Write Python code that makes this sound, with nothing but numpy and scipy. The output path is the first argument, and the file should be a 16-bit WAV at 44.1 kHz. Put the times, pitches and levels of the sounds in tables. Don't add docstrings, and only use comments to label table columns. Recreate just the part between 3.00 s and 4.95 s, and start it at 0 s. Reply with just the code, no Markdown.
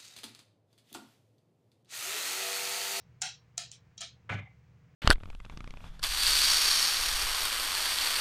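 import sys
import numpy as np
from scipy import signal
from scipy.fft import rfft, irfft, next_fast_len
from scipy.io import wavfile

SR = 44100
rng = np.random.default_rng(int(sys.argv[2]) if len(sys.argv) > 2 else 0)


def to_wav(s):
    ch = np.atleast_2d(s).T
    pcm = np.round(np.clip(ch, -1, 1) * 32767)
    wavfile.write(sys.argv[1], SR, pcm.astype(np.int16))


N = 85995


def amp(db):
    return 10 ** (np.asarray(db) / 20)


def along(points, hz):
    f, value = np.transpose(points)
    return np.interp(np.log(hz + 1), np.log(f + 1), value)


def clock():
    return np.arange(SR // 2) / SR


def hit(x):
    return x * np.sqrt(SR / 100 / (np.sum(x ** 2) + 1e-20))


def add(out, start_s, x):
    i = round(start_s * SR)
    x, i = x[max(0, -i):], max(0, i)
    out[i:i + len(x)] += x[:max(0, N - i)]


def coloured(x, points):
    m = 2 * next_fast_len(len(x))
    gain = amp(along(points, np.fft.rfftfreq(m, 1 / SR)))
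    cepstrum = irfft(np.log(gain), m)
    cepstrum[1:m // 2] *= 2
    cepstrum[m // 2 + 1:] = 0
    response = np.exp(rfft(cepstrum))
    return irfft(rfft(x, m) * response, m)[:len(x)]


def noise(spectrum):
    x = coloured(rng.standard_normal(N + SR), spectrum)[SR:]
    return x / x.std()


# f/Hz, level/dB
RUMBLE_SPECTRUM = [(20, -8.5), (50, -12), (70, 0), (100, -6), (140, 0.5), (180, -5.5), (230, -19.5),
                   (350, -30), (1000, -47.5), (4000, -97)]
# t/s, level/dB
RUMBLE_SWELL = [(0, -64), (.2, -60), (.35, -66.5), (.72, -64.5), (.85, -62), (1.25, -62.5), (1.6, -62),
                (1.95, -58.5)]
# f/Hz, level/dB
HISS_SPECTRUM = [(100, 3), (500, -1), (1200, -4), (2300, -4.5), (3500, -15), (6500, -17.5), (8500, -27),
                 (12500, -38), (15000, -24.5)]
HISS_DB = -72.5
# f/Hz, level/dB (rms)
HUM_TONES = [(119.6, -65.5), (360, -96.5), (479, -83)]


def background():
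    t = np.arange(N) / SR
    hum = np.zeros(N)
    for hz, db in HUM_TONES:
        phase = rng.random()
        hum += amp(db) * np.sqrt(2) * np.sin(2 * np.pi * (hz * t + phase))
    swell = amp(np.interp(t, *np.transpose(RUMBLE_SWELL)))
    return swell * noise(RUMBLE_SPECTRUM) + amp(HISS_DB) * noise(HISS_SPECTRUM) + hum


# f/Hz, t60/s (before the tail length ratio)
ROOM_T60 = [(150, .22), (700, .15), (1500, .18), (4000, 0.25), (6500, 0.22), (9000, 0.14), (15000, 0.15)]
# f/Hz, level/dB
ROOM_COLOUR = [(150, 4.5), (700, 1), (1400, 3), (2400, 6.5), (4000, 2), (5500, -1.5), (7000, -8.5),
               (9000, -5.5), (15000, -7)]
ROOM_DELAY_S = .005
ROOM_HOLD_S, HOLD_DB_PER_S = 0.036, 66.5
ROOM_BEND = 1.417


def room(x, stretch=1):
    hz, t, bands = signal.stft(rng.standard_normal(len(x)), SR, nperseg=256)
    t = t / stretch
    late = np.maximum(t - ROOM_HOLD_S, 0) / along(ROOM_T60, hz)[:, None]
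    fall_db = HOLD_DB_PER_S * np.minimum(t, ROOM_HOLD_S) + 60 * late ** ROOM_BEND
    tail = signal.istft(bands * amp(-fall_db), SR, nperseg=256)[1][:len(x)]
    tail = tail * np.clip(clock() / ROOM_DELAY_S - .5, 0, 1)
    response = coloured(tail / np.linalg.norm(tail), ROOM_COLOUR)
    return signal.fftconvolve(x, response)[:len(x)]


GRAIN = 1.59


def contact(length, spectrum, edge):
    t = clock()
    z = rng.standard_normal(len(t))
    grains = np.sign(z) * np.abs(z) ** GRAIN
    rise = 1 - np.exp(-t / edge)
    release = np.exp(-np.maximum(t - length, 0) / edge)
    return hit(coloured(grains * rise * release, spectrum))


def ringing(modes, pitch, rise):
    t = clock()
    ring = np.zeros(len(t))
    for f, db, t60 in modes:
        decay = amp(db + rng.normal(0, 1) - 60 * t / t60)
        ring += decay * np.sin(2 * np.pi * pitch * f * t)
    return hit(ring * (1 - np.exp(-t / rise)))


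# t/s, level/dB
THUMPS = [(0.833, -57), (1.236, -53.5), (1.305, -32), (1.343, -31), (1.394, -38)]
# f/Hz (before the pitch ratio), level/dB, t60/s
JOIST_MODES = [(111, 6, .2), (82.5, -22.5, 0.45), (131.8, 5, 0.12), (154.3, -8, 0.42), (195.5, 0.5, 0.12),
               (264.5, -4.5, 0.1), (302, -11, 0.13), (367.4, -13, 0.11), (454.4, -7, 0.062)]
JOIST_PITCH, THUMP_RISE_S = 0.94, 0.0086


def thumps():
    out = np.zeros(N)
    for start_s, db in THUMPS:
        add(out, start_s, amp(db) * ringing(JOIST_MODES, JOIST_PITCH, rise=THUMP_RISE_S))
    return out


# t/s, level/dB, length/s
KNOCK_WASH = [(1.303, -39, 0.045), (1.343, -51, 0.057)]
# f/Hz, level/dB
WASH_SPECTRUM = [(100, -9), (300, 8.5), (700, 14), (1500, -4.5), (3000, 7.5), (4200, -1.5), (5200, -8.5),
                 (6400, -4.5), (8000, -18.5), (10000, -25), (13000, -44), (15500, -29)]
# t/s, level/dB, length/s
CREAKS = [(1.314, -38.5, .015), (1.354, -47.5, 0.078), (1.448, -54, 0.033), (1.497, -67.5, 0.017)]
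# f/Hz, level/dB
CREAK_SPECTRUM = [(300, -49), (800, -1), (1500, -25.5), (1900, -13), (2090, 9.5), (2160, 0.5), (2290, -0.5),
                  (2520, -17), (4000, -52), (9000, -71)]
WASH_EDGE_S, CREAK_EDGE_S = 0.004, .005
CREAK_ROOM_DB = -19


def wash_and_creaks():
    out = np.zeros(N)
    for start_s, db, length in KNOCK_WASH:
        add(out, start_s, amp(db) * contact(length, WASH_SPECTRUM, WASH_EDGE_S))
    for start_s, db, length in CREAKS:
        creak = contact(length, CREAK_SPECTRUM, CREAK_EDGE_S)
        add(out, start_s, amp(db) * (creak + amp(CREAK_ROOM_DB) * room(creak)))
    return out


# t/s, level/dB, length/s, room level/dB
KNOCKS = [(1.2915, -33.5, 0.0083, -4), (1.384, -50, 0.0022, -9)]
# f/Hz, level/dB
KNOCK_SPECTRUM = [(100, -15), (350, -26), (540, 5.5), (800, -13), (1000, -4), (1230, 2.5), (1480, 0.5),
                  (1750, -1), (2200, 0.5), (2750, -7), (3450, -11), (4200, -22.5), (6500, -32), (9000, -35),
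                  (13000, -71), (15500, -59.5)]
# f/Hz, level/dB, t60/s
KNOCK_MODES = [(529, -10.5, 0.072), (585.6, -3.5, 0.069), (818, -10, 0.1), (1208, 2, 0.044),
               (1330, 1, 0.031), (1761, -5, 0.065)]
KNOCK_RISE_S, KNOCK_RING_DB = 0.005, -7.5


def knocks():
    out = np.zeros(N)
    for start_s, db, length, room_db in KNOCKS:
        blow = contact(length, KNOCK_SPECTRUM, KNOCK_RISE_S)
        ring = ringing(KNOCK_MODES, 1, rise=KNOCK_RISE_S)
        knock = blow + amp(KNOCK_RING_DB) * ring
        add(out, start_s, amp(db) * (knock + amp(room_db) * room(knock)))
    return out


# f/Hz, level/dB
CLAW_SPECTRUM = [(300, -56), (1000, -43), (1500, -32.5), (2200, -18.5), (3100, -13.5), (4200, -7.5),
                 (5100, -7), (6600, -1.5), (7500, -2.5), (8100, -10.5), (8900, -7), (10200, -22.5),
                 (13000, -37), (15000, -29.5), (16500, -31)]
# f/Hz (before the pitch ratio), level/dB, t60/s
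CLAW_MODES = [(3053, -10.5, 0.021), (3380, -6, 0.06), (4090, -6, 0.057), (4680, -4, 0.051),
              (5750, 0.5, 0.053), (6420, 4, .04), (7140, -2, 0.09), (7580, -10.5, 0.038)]
# f/board pitch (ratio), level/dB, t60/s
BOARD_MODES = [(1, -2.5, 0.049), (1.9, -4, 0.036), (2.55, -4.5, .03), (3.5, -2.5, .025)]
# f/Hz, level/dB
BOARD_RADIATION = [(300, -19), (620, 0)]
CLAW_PITCH, CLAW_EDGE_S, BOARD_RISE_S = 0.96, .0007, 0.00061
TILT_HZ = 5575


def click(length, board_db, board_hz, middle_db, treble_db, ring_db):
    claw_ring = ringing(CLAW_MODES, CLAW_PITCH, rise=CLAW_EDGE_S)
    snap = contact(length, CLAW_SPECTRUM, CLAW_EDGE_S) + amp(ring_db) * claw_ring
    tilt = [(TILT_HZ / 2, middle_db), (TILT_HZ, 0), (2 * TILT_HZ, treble_db)]
    snap = hit(coloured(snap, tilt))
    board = coloured(ringing(BOARD_MODES, board_hz, rise=BOARD_RISE_S), BOARD_RADIATION)
    return snap + amp(board_db) * board


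# t/s, level/dB, contact length/s, board ring level/dB, board pitch f/Hz,
# room level/dB, middle level/dB, treble level/dB, claw ring level/dB, tail length ratio
CLICKS = [(-.085, -50, 0.0052, -31, 750, -1, -4.5, -21.5, -6.5, 0.85),
          (0.2171, -32, 0.0034, -12.5, 834, -1, 1.5, 3, -6, 0.92),
          (0.2212, -33, 0.0037, -12.5, 759, 2, 0, -7, -6.5, 0.94),
          (0.5777, -31.5, 0.0039, -15, 707.4, -1.5, 0.5, 0, -8, 0.84),
          (0.715, -47, 0.0021, -34, 730, 0.5, -3.5, -3.5, -9, 0.56),
          (0.9778, -45.5, 0.0037, -24, 690, -1.5, 0, -19, 2.5, 0.67),
          (1.0063, -40.5, 0.0082, -16, 701, 2.5, 7, -3, -8, 0.8),
          (1.0153, -42, 0.0031, -8, 678, -1, 5.5, -2, -2, 0.38)]
BRUSH_DB, BRUSH_S = -21.5, 0.0064


def claws(count=2):
    out = np.zeros(N)
    for start_s, db, length, board_db, board_hz, room_db, middle_db, treble_db, ring_db, stretch in CLICKS:
        shape = length, board_db, board_hz, middle_db, treble_db, ring_db
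        echoes = sum(room(click(*shape), stretch) for _ in range(count)) / np.sqrt(count)
        add(out, start_s, amp(db) * (click(*shape) + amp(room_db) * echoes))
        brush = contact(BRUSH_S, CLAW_SPECTRUM, BRUSH_S)
        add(out, start_s - BRUSH_S, amp(db + BRUSH_DB) * brush)
    return out


def scene():
    return (background() + thumps() + wash_and_creaks() + knocks() + claws())[None]


LOW_CUT_HZ, TOP_HZ = 65, 16300
MIC_BASS_DB = -8


def record(dry):
    m = next_fast_len(N + SR // 2)
    hz = np.fft.rfftfreq(m, 1 / SR)
    low_cut = hz ** 6 / np.sqrt(hz ** 12 + float(LOW_CUT_HZ) ** 12)
    gain = np.maximum(low_cut, amp(MIC_BASS_DB)) * (hz < TOP_HZ)
    return irfft(rfft(dry, m) * gain, m)[:, :N]


dry = scene()
out = record(dry)
to_wav(out)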